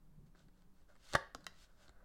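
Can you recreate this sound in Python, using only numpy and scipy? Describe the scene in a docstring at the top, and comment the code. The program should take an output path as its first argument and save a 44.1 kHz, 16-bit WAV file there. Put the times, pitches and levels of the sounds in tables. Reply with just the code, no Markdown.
"""Drawing a tarot card

A card slides out of a hand-held deck, catches, and snaps free over a cloth-covered table.
Two lighter clicks follow as it is turned over and a corner flicks past a finger.
Card rubs and ticks softly on card. A small, quiet room rings after each sound over a low rumble."""
import sys
import numpy as np
from scipy import signal
from scipy.fft import rfft, irfft
from scipy.io import wavfile

SR = 44100
rng = np.random.default_rng(int(sys.argv[2]) if len(sys.argv) > 2 else 0)


def generate_wav(sig):
    """Save sig (samples, or channels by samples) to the path in sys.argv[1] as 16-bit PCM at SR."""
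    pcm = np.round(np.clip(np.atleast_2d(sig).T, -1, 1) * 32767).astype(np.int16)
    wavfile.write(sys.argv[1], SR, pcm)


N = 90316  # samples, about 2 seconds


def snap():
    """The card whips out, back and out: each blow slaps the air, rings the card and scrapes its edge."""
    # The blows. Each row: start in seconds, then slap, ring and scrape strength in dB.
    hits = [(1.15018, -33.5, -22, -17), (1.15091, -16.5, -40.5, -22), (1.15318, -5, -21.5, -12.5),
            (1.15472, -9, -52, -20), (1.15707, -39.5, -28, -28.5), (1.1627, -15, -39, -34.5)]
    # Tone of a slap. Each row: frequency in Hz, level in dB.
    slap_tone = [(20, -11), (45, -2), (100, -4), (320, -8), (580, -1.5), (1150, -2), (1900, 1),
                 (2400, -37.5), (3100, -11), (6000, -44), (16000, -57)]
    # Notes of the bending card. Each row: pitch in Hz, level in dB, fade time in seconds.
    card_notes = [(563, -9.5, 0.021), (904, -22.5, 0.12), (1174, -6, 0.021), (1697, -5.5, 0.045),
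                  (1656, -7, 0.04), (2833, -23.5, 0.022), (3572, -19.5, 0.032), (4140, -29.5, 0.05)]
    # Tone of the edge scraping off the deck. Each row: frequency in Hz, level in dB.
    scrape_tone = [(300, -25), (2400, -11.5), (3400, -0.5), (5000, 5), (8000, -4), (10200, -4),
                   (11500, -15), (16000, -16.5)]
    starts, slap_db, ring_db, scrape_db = np.array(hits).T
    swing = (-1) ** (np.arange(len(starts)) // 2)  # the direction flips every two blows
    slaps = convolve(blows(starts, slap_db, swing), pulse(slap_tone))
    rings = convolve(blows(starts, ring_db, swing), ring(card_notes))
    scrape = sum(undb(db - 22) * decay(start, fade_s=0.0089) for start, db in zip(starts, scrape_db))
    return slaps + rings + burst(scrape, scrape_tone)


def clicks():
    """A corner flicks past a finger: a tick, a short ring that depends on the grip, a soft thud."""
    # Each row: start in seconds, tick level in dB, thud strength in dB.
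    flicks = [(1.3485, -26, -19.5), (1.4666, -21.5, -35)]
    # Notes of the held card. Each row: pitch in Hz, fade time in seconds, dB in click one, dB in click two.
    held_notes = [(466, 0.077, -50.5, -58.5), (730, 0.015, -40, -70), (1079, 0.065, -47, -49.5),
                  (1325, .016, -36.5, -39), (1940, 0.015, -61, -36.5), (2736, 0.023, -87, -48.5),
                  (3110, 0.019, -53, -43), (3860, 0.029, -59, -42.5), (4100, 0.024, -54, -48.5),
                  (4660, 0.0092, -41.5, -39.5), (6880, 0.0093, -50.5, -57)]
    # Tone of a dry tick. Each row: frequency in Hz, level in dB.
    tick_tone = [(100, -15), (700, 9.5), (1600, -4), (2400, -8), (3300, 9.5), (5000, 6.5), (7000, 0.5),
                 (9000, -4.5), (13000, -9), (16000, -24)]
    thud = ring([(254, -30, 0.066), (80, -36, 0.05)])
    sound = 0
    for click, (start, tick_db, thud_db) in enumerate(flicks):
        notes = [(hz, levels[click], fade_s) for hz, fade_s, *levels in held_notes]
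        card = ring(notes[::2]) - ring(notes[1::2])  # neighbouring notes bend it opposite ways
        tick = convolve(blows([start], tick_db), pulse(tick_tone))
        sound = sound + tick + convolve(blows([start], 0), card + undb(thud_db) * thud)
    return sound


def catches():
    """Card edges catch for a moment and fingertips nudge the deck."""
    # Each row: start in seconds, bright edge level in dB, dull fingertip level in dB.
    snags = [(0.349, -86, -61), (0.357, -72, -72), (0.393, -64, -81), (.484, -70, -65), (.621, -71.5, -67),
             (0.954, -69, -62), (0.963, -70, -64.5), (1.1274, -46, -48), (1.1347, -35, -45.5),
             (1.1395, -38, -37), (1.407, -62, -64), (1.4427, -52.5, -64), (1.881, -60, -60.5),
             (1.893, -58.5, -57.5)]
    # Tones of an edge and of a fingertip. Each row: frequency in Hz, level in dB.
    edge_tone = [(300, -22), (2400, -12.5), (3400, -2), (4400, 2.5), (6000, -10.5), (8000, -5),
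                 (11000, -29), (16000, -29)]
    finger_tone = [(60, -1.5), (300, 1), (700, -1.5), (1400, -0.5), (1900, -4.5), (2500, -16.5),
                   (8000, -43), (16000, -58)]
    bright = sum(undb(db) * decay(start, fade_s=0.0097) for start, db, _ in snags)
    dull = sum(undb(db) * decay(start, fade_s=0.03) for start, _, db in snags)
    return burst(bright, edge_tone) + burst(dull, finger_tone)


def rubs():
    """Paper fibres stick and slip in thousands of tiny jolts that hiss and make the deck sound."""
    # Card sliding on card. Each row: peak, rise and fall times in seconds, hiss and deck levels in dB.
    slides = [(.266, 0.011, 0.023, -81.5, -84), (0.388, 0.046, 0.095, -78, -77),
              (0.594, 0.096, 0.077, -86, -85), (.80, 0.085, .08, -84, -82.5),
              (.898, .02, 0.058, -79.5, -70), (1.137, 0.15, 0.03, -62, -70.5), (1.45, 0.12, 0.19, -81, -74),
              (1.632, 0.097, 0.038, -67.5, -81.5), (1.71, 0.069, 0.069, -85, -77.5),
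              (1.836, 0.082, 0.071, -72.5, -71), (2.011, 0.17, 0.12, -92.5, -73)]
    # Tones of the paper's hiss and of the deck. Each row: frequency in Hz, level in dB.
    hiss_tone = [(300, -23), (1500, 0), (2400, -3), (3000, 0), (4200, 1), (5500, -2.5), (7500, -4),
                 (10000, -13), (16000, -21)]
    deck_tone = [(100, -9.5), (350, -3.5), (550, 7.5), (800, -3.5), (1500, 3.5), (1900, -5.5), (2400, -22),
                 (16000, -44)]
    slips_per_s, spread_db = 7900, 3
    slips = (rng.random(N) < slips_per_s / SR) * rng.choice([-1, 1], N)
    jolts = slips * undb(spread_db * np.minimum(rng.exponential(size=N), 5))
    hiss = sum(undb(db) * stroke(peak, rise, fall) for peak, rise, fall, db, _ in slides)
    deck = sum(undb(db) * stroke(peak, rise, fall) for peak, rise, fall, _, db in slides)
    return hiss * colour(jolts, hiss_tone) + deck * colour(jolts[::-1], deck_tone)


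def bumps():
    """The hand and the deck bump softly: low notes that die quickly."""
    # Each row: start in seconds, pitch in Hz, level in dB, fade time in seconds.
    thumps = [(1.385, 300, -60.5, 0.076), (1.89, 58, -52, 0.076)]
    return sum(ring([note], start) for start, *note in thumps)


def room(sound):
    """Sound bounces off hands, table and a near wall, then rings on, growing duller as it fades."""
    # Bands of the echo, then notes of table and room.
    # Each row: frequency in Hz, level in dB, fade time in seconds.
    echo_bands = [(101, -22, 0.55), (300, -17.5, 0.37), (602, -13.5, 0.34), (1290, -17, 0.38),
                  (2420, -12.5, 0.4), (3990, -13.5, 0.36), (8000, -17.5, 0.25), (15000, -17, 0.25)]
    room_notes = [(387, -57, 0.29), (536, -65.5, 0.27), (904, -72.5, 0.31), (1129, -70.5, 0.39),
                  (1333, -71.5, .2), (1637, -69.5, .3), (1735, -79, 0.29), (1883, -71, 0.12),
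                  (3660, -68, 0.28), (4430, -67, .2)]
    # Tone of the bounces off hands and table. Each row: frequency in Hz, level in dB.
    scatter_tone = [(200, 3), (1200, -4), (2400, 1), (4000, -1), (7000, -2), (16000, -6)]
    log_hz = np.log(np.fft.rfftfreq(N, 1 / SR) + 1)
    centres = np.log([row[0] for row in echo_bands])
    white = rfft(rng.standard_normal(N))
    tail = 0
    for share, (_, db, fade_s) in zip(np.eye(len(echo_bands)), echo_bands):
        band = irfft(white * np.interp(log_hz, centres, share), N)
        fade = decay(0.0052, fade_s)
        tail = tail + undb(db) * band * fade / np.linalg.norm(fade)
    scatter = noise(scatter_tone) * decay(0.0013, fade_s=0.051)
    scatter = undb(-13) * scatter / np.linalg.norm(scatter)
    wall = blows(starts=[0.0087], db=-25)
    return sound + convolve(sound, tail + scatter + wall + ring(room_notes))


def room_tone():
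    """The room rumbles, hisses faintly and hums; a dull rumble swells now and then."""
    # Tones of the steady rumble and of the swells. Each row: frequency in Hz, level in dB.
    steady_tone = [(12, 2.5), (33, -2), (47, -8), (97, -17), (184, -21.5), (240, -24), (360, -29),
                   (1130, -34), (1700, -39.5), (2300, -44.5), (4500, -47), (7300, -48), (16000, -49)]
    swell_tone = [(40, -26), (115, -10.5), (148, 2), (180, -2), (240, -18), (400, -24.5), (900, -48),
                  (16000, -76)]
    # Low notes of the room. Each row: pitch in Hz, width in Hz, level in dB.
    hum_notes = [(138.6, 24, -85), (183.9, 14, -78), (300, 5.1, -87.5), (412, 10, -96.5)]
    # How the hum rises and falls. Each row: time in seconds, change in dB.
    hum_changes = [(0, -2), (0.699, 4), (1.1, -6.5), (1.6, -4), (2.05, -6.5)]
    # Each row: peak, rise and fall times in seconds, level in dB.
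    swells = [(.11, 0.13, 0.1, -68), (0.221, 0.078, .11, -59.5), (0.459, 0.063, 0.072, -64.5),
              (1.42, 0.11, 0.19, -68.5)]
    freqs = np.fft.rfftfreq(N, 1 / SR)
    hum = 0
    for hz, width, db in hum_notes:
        narrow_band = rfft(rng.standard_normal(N)) / (1 + (2 * (freqs - hz) / width) ** 2)
        hum = hum + undb(db) * unit(irfft(narrow_band, N))
    hum *= undb(np.interp(since(0), *np.array(hum_changes).T))
    swelling = sum(undb(db) * stroke(peak, rise, fall) for peak, rise, fall, db in swells)
    return undb(-62.5) * noise(steady_tone) + hum + swelling * noise(swell_tone)


def undb(db):
    """Turn decibels into a multiplier."""
    return 10 ** (np.asarray(db) / 20)


def unit(sound):
    """Scale a sound to an average (rms) level of 1."""
    return sound / np.sqrt(np.mean(sound ** 2))


def convolve(sound, response):
    """Let every sample of a sound set off a copy of the response."""
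    return signal.fftconvolve(sound, response)[:N]


def gains(tone, size):
    """A multiplier for each frequency, from rows of Hz and dB."""
    hz, db = np.array(tone, float).T
    log_hz = np.log(np.fft.rfftfreq(size, 1 / SR) + 1)
    return undb(np.interp(log_hz, np.log(hz), db))


def colour(sound, tone):
    """Give a sound this tone, at level 1."""
    return unit(irfft(rfft(sound) * gains(tone, N), N))


def noise(tone):
    """Steady noise with this tone, at level 1."""
    return colour(rng.standard_normal(N), tone)


def pulse(tone, size=2048):
    """The shortest click with this tone, at energy 1."""
    cepstrum = irfft(np.log(gains(tone, size)))
    # Folding onto the first half packs the energy at the start.
    cepstrum[1:size // 2] *= 2
    cepstrum[size // 2 + 1:] = 0
    click = irfft(np.exp(rfft(cepstrum)))
    return click / np.sqrt(np.sum(click ** 2))


def burst(level, tone):
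    """Noise that follows a level curve and is then given a tone."""
    return convolve(level * rng.standard_normal(N), pulse(tone))


def since(start):
    """Seconds since the start, zero before it."""
    return np.maximum(np.arange(N) / SR - start, 0)


def decay(start, fade_s):
    """Start suddenly, then drop 60 dB in each fade time."""
    t = since(start)
    return (t > 0) * np.exp(-np.log(1000) * t / fade_s)


def stroke(peak, rise, fall):
    """A rounded swell, 20 dB down at `rise` seconds before its peak and `fall` seconds after."""
    t = np.arange(N) / SR - peak
    return 10 ** -(np.maximum(-t / rise, t / fall) ** 2)


def blows(starts, db, sign=1):
    """A one-sample push or pull at each start time."""
    spikes = np.zeros(N)
    spikes[np.round(np.asarray(starts) * SR).astype(int)] = sign * undb(db)
    return spikes


def ring(notes, start=0):
    """Fading pure notes. 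Each row: pitch in Hz, level in dB, fade time in seconds."""
    t = since(start)
    return sum(undb(db) * decay(start, fade_s) * np.sin(2 * np.pi * hz * t) for hz, db, fade_s in notes)


def scene():
    """All the card sounds in the room, over its rumble, as one channel."""
    handling = snap() + clicks() + catches() + rubs() + bumps()
    return (room(handling) + room_tone())[None]


def record(dry):
    """Cut the treble above 16000 Hz."""
    return signal.sosfilt(signal.ellip(8, 0.2, 70, 16000, fs=SR, output="sos"), dry)


dry = scene()
out = record(dry)
generate_wav(out)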